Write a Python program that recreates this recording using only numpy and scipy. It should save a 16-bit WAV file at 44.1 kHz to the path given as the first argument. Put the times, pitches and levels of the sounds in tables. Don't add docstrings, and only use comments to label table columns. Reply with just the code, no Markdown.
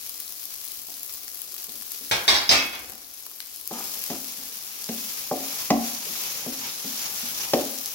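import sys
import numpy as np
from scipy import signal
from scipy.fft import rfft, irfft, next_fast_len
from scipy.io import wavfile
from scipy.ndimage import uniform_filter1d

SR = 44100
rng = np.random.default_rng(int(sys.argv[2]) if len(sys.argv) > 2 else 0)


def unload_wav(signal):
    wavfile.write(
        sys.argv[1],
        SR,
        np.round(np.clip(np.atleast_2d(signal).T, -1, 1) * 32767).astype(np.int16),
    )


def magnitude_from_level(level_db):
    exponent = np.asarray(level_db, float) / 20
    return 10 ** exponent


N = 350154

# (time [s], level [dB])
FRYING = [(0, -37), (0.7, -38), (1.35, -38), (2.05, -37), (2.6, -39), (3.05, -43), (3.45, -41.5),
          (3.68, -39.5), (3.85, -33), (4.15, -34.5), (4.45, -37.5), (4.75, -37.5), (5.1, -33), (5.3, -35.5),
          (5.6, -32), (5.77, -38), (5.86, -32), (5.97, -34.5), (6.22, -31.5), (6.45, -35), (6.85, -35),
          (7.05, -31.5), (7.35, -32.5), (7.94, -34.5)]
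# (frequency [Hz], density [dB per Hz])
FIZZ_SPECTRUM = [(710, -33.5), (1200, -11.5), (1380, -27), (2420, -12), (2610, -10.5), (5030, -0.5),
                 (6990, -2.5), (8790, -5.5), (11200, 3.5), (13600, 1), (15000, 1.5), (15900, 3),
                 (16400, -85)]
# (frequency [Hz], density [dB per Hz])
STEAM_SPECTRUM = [(2000, -15), (3300, -9), (4300, -8.5), (5700, -2.5), (7200, -6.5), (9000, -88),
                  (12000, -38)]
# (frequency [Hz], density [dB per Hz])
RASP_SPECTRUM = [(500, -12.5), (1100, -3), (1800, -2), (2600, 4), (3400, -5), (5000, -36)]
# (time [s], steam against fizz [dB], share of fizz power in separate pops [0-1])
WETNESS_COURSE = [(0, -12, 0.36), (2, -12.5, .42), (3.05, -8.5, 0.5), (3.66, -13, 0.33), (3.78, -8.5, 0.32),
                  (4.7, -7.5, 0.33), (5.4, -5, .25), (6.5, -3, 0.18), (7.94, -5.5, 0.38)]
# (time [s], peak level [dB], centre frequency [Hz], thud peak level [dB])
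LARGE_POPS = [(0.0937, -14, 12400, -51), (0.201, -11, 12200, -41), (0.43, -20, 11300, -38),
              (0.4535, -14, 15100, -51), (0.6509, -15, 15600, -57), (0.6823, -16, 15400, -54),
              (0.7167, -15, 15000, -47), (1.0306, -12, 13400, -50), (1.0942, -25, 5000, -29),
              (1.1375, -16, 11200, -49), (1.2794, -17, 5960, -32), (1.3997, -23, 15000, -52),
              (1.4168, -12.5, 12200, -42), (1.541, -15, 11300, -35), (1.564, -17, 11800, -33),
              (1.64, -16, 11500, -52), (1.8218, -19, 11800, -33), (1.918, -11.5, 10900, -52),
              (2.897, -19, 10900, -37), (2.9196, -21, 11300, -58), (3.1435, -23, 10900, -84),
              (3.264, -17.5, 11100, -36), (3.3127, -23, 12200, -36), (3.4024, -15.5, 4640, -23.5),
              (3.5602, -16.5, 11900, -45), (3.6116, -18, 11600, -51), (3.6745, -10.5, 11300, -54),
              (4.0386, -10.5, 11100, -33), (4.841, -11, 5730, -46), (5.9475, -11, 5960, -43),
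              (6.236, -12, 6500, -30), (7.6083, -15, 5370, -31), (7.7854, -12, 5400, -50),
              (7.8581, -7, 6270, -46.5)]
# (start [s], length [s], swish [dB], low bowl modes [dB], high bowl modes [dB])
SPATULA_STROKES = [(3.68, .2, -42, -48.5, -41.5), (3.85, 0.25, -62, -54.5, -70),
                   (4.067, 0.13, -39, -42, -49), (4.47, 0.086, -45, -60, -67), (4.72, 0.11, -44, -78, -72),
                   (5.396, .25, -54, -55, -51), (5.817, 0.1, -38, -48, -58), (6.032, 0.07, -55, -49.5, -59),
                   (6.174, 0.17, -42, -61, -55), (6.34, 0.16, -41, -52.5, -51),
                   (6.566, 0.19, -35.5, -62, -51.5), (6.946, 0.21, -35.5, -60, -56),
                   (7.28, 0.3, -38, -64, -48.5), (7.57, 0.067, -38, -45, -43)]
# (time [s], high level [dB], middle level [dB], low level [dB], tick level [dB])
WOOD_BLOWS = [(0.885, -46, -52.5, -48, -57), (1.684, -54, -50, -41, -60), (1.747, -64, -55, -43, -65),
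              (2.009, -70, -48, -41, -56), (2.923, -44, -58, -43, -43), (3.711, -28.5, -33, -25, -39),
              (4.102, -28.5, -31.5, -18.5, -32), (4.379, -53, -53, -38, -55), (4.89, -36, -32, -20, -29.5),
              (5.313, -18, -21, -18.5, -40), (5.704, -8, -20.5, -7.5, -16), (6.09, -47, -49, -32.5, -49),
              (6.463, -39, -31.5, -20, -46), (6.844, -43, -41, -25.5, -47), (7.229, -43, -66, -32, -52),
              (7.535, -14, -10.5, -12, -15)]
# (frequency [Hz], level [dB], t60 [s])
SPATULA_MODES = [(190, -6, .05), (425, 1, .045), (575, 1, .04), (800, 0, .04), (1050, -6, .03)]
# (frequency [Hz], level [dB], t60 [s])
BOWL_MODES = [(132, -31, 0.4), (178, -46, 0.25), (231, 4.5, 0.35), (268, 2.5, 0.38), (320.2, -1, 0.38),
              (341.3, -2, 0.22), (371.5, 3, 0.24), (451, -6, 0.37), (483, 13, 0.11), (498, -1, 0.062),
              (535, 4, 0.32), (608, 13, 0.083), (584, -2, 0.38), (683, -9.5, 0.55), (736, 11.5, 0.23),
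              (775, -18, 0.82), (812, -2, 0.27), (811, 1, 0.088), (896, -11, 0.13), (963, -3, 0.13),
              (1130, -42, 0.32), (1200, -1, 0.061)]
# (frequency [Hz], density [dB per Hz])
TICK_SPECTRUM = [(800, -25), (1800, 0), (2800, 0), (3800, -5), (5200, 4), (6500, -2), (8500, -20)]
# (time [s], crash level [dB], rattle t60 [s], ring level [dB],
# favoured frequency [Hz], delay until the ring is damped [s])
PLATE_IMPACTS = [(2.112, -12, 0.06, -54, 3000, 0.022), (2.279, -9, 0.059, -15.5, 3870, 0.019),
                 (2.282, -14.5, 0.1, -27, 5100, 0.18), (2.34, -19, 0.16, -23, 4370, 0.048),
                 (2.492, -11.5, 0.067, -10, 4650, 0.0039), (2.513, -5, 0.034, -30.5, 5250, 0.17),
                 (2.524, -23.5, 0.15, -31.5, 3300, 0.22), (2.531, -21.5, 0.19, -29, 2580, 0.15),
                 (2.73, -33, 0.14, -42.5, 2280, 0.053)]
# (frequency [Hz], level [dB], t60 [s])
PLATE_MODES = [(790, -2, .4), (953, -6, .4), (1217, -4, .5), (1939, -4, .4), (2202, -2, .6), (2310, -5, .4),
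               (2482, -4, .6), (2577, -3, .8), (3348, 0, .8), (3744, 0, .5), (3802, -6, .3), (3883, -7, .5),
               (4183, -6, .4), (4692, -1, .4), (5053, -3, .45), (5090, -2, .5), (5577, -2, .45),
               (5900, -5, .4), (6191, -2, .5), (7200, -6, .3), (7600, -8, .3)]
# (frequency [Hz], density [dB per Hz])
CRASH_SPECTRUM = [(29, -52), (50, -30), (280, -13), (371, -14), (492, -13), (789, -8), (1460, -13),
                  (2120, -8.5), (2950, -12), (3830, -11), (6130, -13.5), (6740, -19.5), (14000, -26)]
# (frequency [Hz], t60 [s])
KITCHEN_DECAY = [(150, 0.5), (500, 0.49), (1400, 0.56), (3700, 0.42), (9700, 0.29)]
# (frequency [Hz], left-right correlation [-1 to 1])
LIKENESS = [(60, 0.7), (270, 0.86), (500, 0.64), (900, 0.12), (2000, 0.04), (15000, 0.026)]
# (frequency [Hz], left minus right [dB])
PORT_BALANCE = [(60, -12.5), (200, 5.5), (700, -1.5), (1300, 3), (2400, 0), (4400, -1.5), (6200, -4.5),
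                (8100, 7), (10500, 10.5), (15000, 19.5)]
# (time [s], level [dB])
MURMUR_LEVEL = [(0, -60.5), (2.1, -59), (2.9, -50), (3.1, -62.5), (4.2, -59), (7.94, -69)]
# (frequency [Hz], density [dB per Hz])
MURMUR_SPECTRUM = [(15, -33), (25, 4), (70, 6.5), (162, -13), (226, 1.5), (357, 3), (619, -2), (716, 4),
                   (926, -6.5), (1220, -4.5), (2000, -11), (2600, -39), (4400, -120)]

LEAD = 10
RASP_DB, GRIND_LOW_DB, GRIND_HIGH_DB = -10, -25, -19.5
SWISH_RASP_DB = -7
CONTACT_S = 0.0004
BOWL_DB = -16
PLACE_DB = 2.5
STOVE_HZ, STOVE_DB, STOVE_T60 = 60, -30, 0.4
COUNTER_HZ, COUNTER_DB, COUNTER_T60 = 61, -38, 0.49


def evened(x):
    return x / np.sqrt(np.mean(x ** 2) + 1e-20)


def read(points, hz):
    f, value = np.transpose(points)
    return np.interp(np.log(hz + 1), np.log(f + 1), value)


def curve(rows):
    s, *columns = np.transpose(rows)
    return [np.interp(np.arange(N) / SR, s, c) for c in columns]


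def add(mix, s, sound):
    part = mix[..., round(s * SR):][..., :sound.shape[-1]]
    part += sound[..., :part.shape[-1]]


def coloured(x, points):
    size = next_fast_len(x.shape[-1])
    gain = magnitude_from_level(read(points, np.fft.rfftfreq(size, 1 / SR)))
    return irfft(rfft(x, size) * gain, size)[..., :x.shape[-1]]


def paired(x, lead=0):
    z = rfft(x)
    same = np.clip(read(LIKENESS, np.fft.rfftfreq(x.shape[-1], 1 / SR)), -1, 1)
    right_z = same * z[0] + np.sqrt(1 - same ** 2) * z[1]
    left, right = irfft([z[0], right_z], x.shape[-1])
    return np.array([left, np.roll(right, lead)])


def swells(levels_db):
    power = np.zeros(N)
    for (s, length, *_), db in zip(SPATULA_STROKES, levels_db):
        add(power, s, magnitude_from_level(db) ** 2 * np.hanning(round(length * SR)) ** 2)
    return np.sqrt(power)


def steam_db():
    return curve(FRYING)[0] + curve(WETNESS_COURSE)[0]


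def hiss(points, patchy_db, flicker_db):
    a, b, c, d, patches = rng.standard_normal((len(flicker_db), 129, 5)).T
    patches = uniform_filter1d(patches, size=6, axis=0)
    patches = evened(uniform_filter1d(patches, size=30, axis=1))
    z = np.array([a + 1j * b, c + 1j * d]) * magnitude_from_level(patchy_db * patches + flicker_db)
    noise = signal.istft(z, nperseg=256, noverlap=192)[1][:, :N]
    return evened(coloured(paired(noise, LEAD), points))


def pop(hz, octaves, t60, same, thud_db):
    t = np.arange(600) / SR
    a, b = rng.standard_normal((2, 600)) * magnitude_from_level(-60 * t / t60)
    a[0] = 4.6
    right = np.roll(same * a + np.sqrt(1 - same ** 2) * b, LEAD)
    burst = rfft(np.roll([a, right], 60, 1))
    f = np.fft.rfftfreq(600, 1 / SR) + 1
    shape = 0.58 + np.exp(-(np.log2(f / hz) / octaves) ** 2)
    bright = irfft(burst * shape * magnitude_from_level(read(FIZZ_SPECTRUM, f)))
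    thud = irfft(burst * np.exp(-(np.log2(f / 1600) / 1.33) ** 2))
    return bright / abs(bright[0]).max() + magnitude_from_level(thud_db) * thud / abs(thud[0]).max()


def fizz(flicker_db, per_s=700, spread_db=5, middling_per_s=9, middling_db=19):
    fizz_db, share = curve(FRYING)[0], np.clip(curve(WETNESS_COURSE)[1], 0, 1)
    size = magnitude_from_level(spread_db * np.minimum(rng.exponential(1, N), 3.3)) * (rng.random(N) < per_s / SR)
    kind, crowd = rng.integers(0, 24, N), np.zeros((2, N))
    for k, hz in enumerate(np.geomspace(4000, 16000, 24)):
        small = evened(pop(hz, 0.8, 0.0042, 0.24, -22.5))
        crowd += signal.oaconvolve((size * (kind == k))[None], small, axes=1)[:, :N]
    dense = hiss(FIZZ_SPECTRUM, 0.87, flicker_db)
    out = magnitude_from_level(fizz_db) * (np.sqrt(share) * evened(crowd) + np.sqrt(1 - share) * dense)
    middling = magnitude_from_level(fizz_db + middling_db + 1.9 * rng.standard_normal(N))
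    middling *= share * 2 * (rng.random(N) < middling_per_s / SR)
    for k, hz in enumerate(np.geomspace(11000, 15500, 6)):
        shape = pop(hz, 0.58, 0.0046, 0.23, -28)
        out += signal.oaconvolve((middling * (kind % 6 == k))[None], shape, axes=1)[:, :N]
    return out


def large_pops():
    out = np.zeros((2, N))
    for s, db, hz, thud_db in LARGE_POPS:
        big = pop(hz, 0.54, 0.0086, 0.078, thud_db - db)
        add(out, s, magnitude_from_level(db) * big[:, 10:])
    return out


def steam(spurts, surges):
    swish = swells(np.transpose(SPATULA_STROKES)[2])
    hiss_gain = np.hypot(magnitude_from_level(steam_db()), swish)
    rasp_gain = np.hypot(magnitude_from_level(steam_db() + RASP_DB), magnitude_from_level(SWISH_RASP_DB) * swish)
    out = hiss_gain * hiss(STEAM_SPECTRUM, 1.0, 1.73 * spurts + 0.63 * surges)
    return out + rasp_gain * hiss(RASP_SPECTRUM, 1.24, 1.4 * spurts + 1.3 * surges)


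def sizzle():
    spurts = evened(uniform_filter1d(rng.standard_normal(N // 64 + 5), size=8))
    surges = evened(uniform_filter1d(rng.standard_normal(N // 64 + 5), size=30))
    return fizz(0.52 * spurts + 0.8 * surges) + large_pops() + steam(spurts, surges)


def grind():
    t = np.arange(SR // 2) / SR
    hz, db, t60 = np.transpose(BOWL_MODES)[:, :, None]
    body = magnitude_from_level(db - 60 * t / (0.45 * t60)) * np.sin(2 * np.pi * hz * t)
    bumps = magnitude_from_level(4.1 * np.minimum(rng.exponential(1, N), 3)) * rng.choice([-1., 1.], N)
    bumps *= rng.random(N) < 900 / SR
    stirring = np.arange(N) > SPATULA_STROKES[0][0] * SR
    low_db, high_db = np.transpose(SPATULA_STROKES)[3:]
    out = np.zeros(N)
    for grind_db, stroke_db, modes in ((GRIND_LOW_DB, low_db, body[1:13]),
                                       (GRIND_HIGH_DB, high_db, body[17:])):
        gain = np.hypot(stirring * magnitude_from_level(steam_db() + grind_db), swells(stroke_db))
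        out += gain * evened(signal.oaconvolve(bumps, modes.sum(0))[:N])
    return out


def wok():
    t, (out, stove) = np.arange(SR // 2) / SR, np.zeros((2, N))
    hz, db, t60 = np.transpose(BOWL_MODES)[:, :, None]
    wood_hz, wood_db, wood_t60 = np.transpose(SPATULA_MODES)[:, :, None]
    for s, high_db, middle_db, low_db, tick_db in WOOD_BLOWS:
        blow = [(260, low_db), (500, middle_db), (850, high_db)]
        wood_gain = magnitude_from_level(read(blow, wood_hz) + wood_db - 60 * t / wood_t60)
        clack = (wood_gain * np.sin(2 * np.pi * wood_hz * t)).sum(0)
        add(out, s, clack * (1 - np.exp(-t / CONTACT_S)))
        shudder = magnitude_from_level(low_db + STOVE_DB - 60 * t / STOVE_T60) * np.sin(2 * np.pi * STOVE_HZ * t)
        add(stove, s, shudder * (1 - np.exp(-t / 0.02)))
        rise = 1 - np.exp(-t / 0.0057)
        drift = uniform_filter1d(rng.standard_normal((len(BOWL_MODES), len(t))), size=400)
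        waver = np.cumsum(drift, 1) * 0.045 * hz / 420
        phase = 2 * np.pi * (hz * t + rng.random(hz.shape)) + waver
        place_db = PLACE_DB * np.cos(np.pi * rng.random(hz.shape))
        bowl_gain = magnitude_from_level(read(blow, hz) + BOWL_DB + place_db + db - 60 * t / t60)
        add(out, s, rise * (bowl_gain * np.sin(phase)).sum(0))
        tick = coloured(rng.standard_normal(2000), TICK_SPECTRUM)
        add(out, s, magnitude_from_level(tick_db - 60 * t[:2000] / 0.04) * evened(tick))
    return out + grind(), stove


def plate():
    t, (out, ring) = np.arange(SR // 2) / SR, np.zeros((2, N))
    hz, db, t60 = np.transpose(PLATE_MODES)[:, :, None]
    for s, crash_db, rattle, ring_db, favoured_hz, held in PLATE_IMPACTS:
        lean = [(favoured_hz / 8, -5), (favoured_hz, 0), (favoured_hz * 4, -5)]
        contacts = rng.standard_normal(len(t)) * (0.35 + (rng.random(len(t)) < 0.08) * 1.84)
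        crash = evened(coloured(coloured(contacts, CRASH_SPECTRUM), lean))
        add(out, s, magnitude_from_level(crash_db - 60 * t / rattle) * crash)
        counter_gain = magnitude_from_level(crash_db + COUNTER_DB - 60 * t / COUNTER_T60)
        add(out, s, counter_gain * np.sin(2 * np.pi * COUNTER_HZ * t))
        drift = uniform_filter1d(rng.standard_normal((len(PLATE_MODES), len(t))), size=400)
        rocking = np.cumsum(drift, 1) * 0.03
        near_db = -60 * np.log2(hz / favoured_hz) ** 2
        phase = 2 * np.pi * (hz * t + rng.random(hz.shape)) + rocking
        modes = magnitude_from_level(db + near_db - 60 * t / t60) * np.sin(phase)
        damping_db = 1600 * np.maximum(t - held, 0)
        add(ring, s, magnitude_from_level(ring_db - damping_db) * modes.sum(0))
    return out, ring


def kitchen(x):
    out, turn = np.zeros((2, N)), np.arange(N) / SR / 0.58
    for k in range(3):
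        taps = np.zeros((2, SR))
        at = np.arange(200, SR - 20, 20) + rng.integers(0, 20, (2, (SR - 201) // 20))
        np.put_along_axis(taps, at, rng.choice([-1., 1.], at.shape), 1)
        hz, t, z = signal.stft(paired(taps), SR, nperseg=256)
        decay = magnitude_from_level(-60 * t / read(KITCHEN_DECAY, hz)[:, None])
        tail = signal.istft(z * decay, SR, nperseg=256)[1]
        share = np.sqrt(2 / 3) * np.cos(np.pi * (turn + k / 3))
        out += signal.fftconvolve((share * x)[None], tail / np.linalg.norm(tail[0]), axes=1)[:, :N]
    return out


def murmur():
    tone = evened(coloured(paired(rng.standard_normal((2, N))), MURMUR_SPECTRUM))
    return magnitude_from_level(curve(MURMUR_LEVEL)[0]) * tone


def scene():
    fry, (bowl, stove), (crash, ring) = sizzle(), wok(), plate()
    bowl = signal.sosfilt(signal.butter(4, 140, "high", fs=SR, output="sos"), bowl)
    dish = crash + magnitude_from_level(1) * ring
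    far = np.array([dish, np.roll(dish, 22)]) * magnitude_from_level([[-3.5], [-2.5]])
    near = np.array([bowl, np.roll(bowl, 4)])
    echo = kitchen(magnitude_from_level(-8.0) * bowl + magnitude_from_level(0.9) * crash + magnitude_from_level(-0.5) * ring + magnitude_from_level(-11) * fry[0])
    return fry + near + stove + far + echo + murmur()


def roll_off(x):
    return signal.sosfilt(signal.butter(12, 17070, fs=SR, output="sos"), x)


def record(dry):
    lean = magnitude_from_level(read(PORT_BALANCE, np.linspace(0, SR / 2, 513)))
    gains = np.sqrt(2) * np.array([lean, np.ones(513)]) / np.sqrt(1 + lean ** 2)
    ports = [signal.firwin2(255, np.linspace(0, 1, 513), g) for g in gains]
    heard = signal.sosfilt(signal.butter(2, 45, "high", fs=SR, output="sos"), dry)
    heard = signal.oaconvolve(heard, np.array(ports), "same", axes=1)
    heard = 0.85 * np.tanh(heard / 0.85)
    heard = signal.oaconvolve(heard, signal.firwin(301, 16050, fs=SR)[None], "same", axes=1)
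    return roll_off(heard)


dry = scene()
out = record(dry)
unload_wav(out)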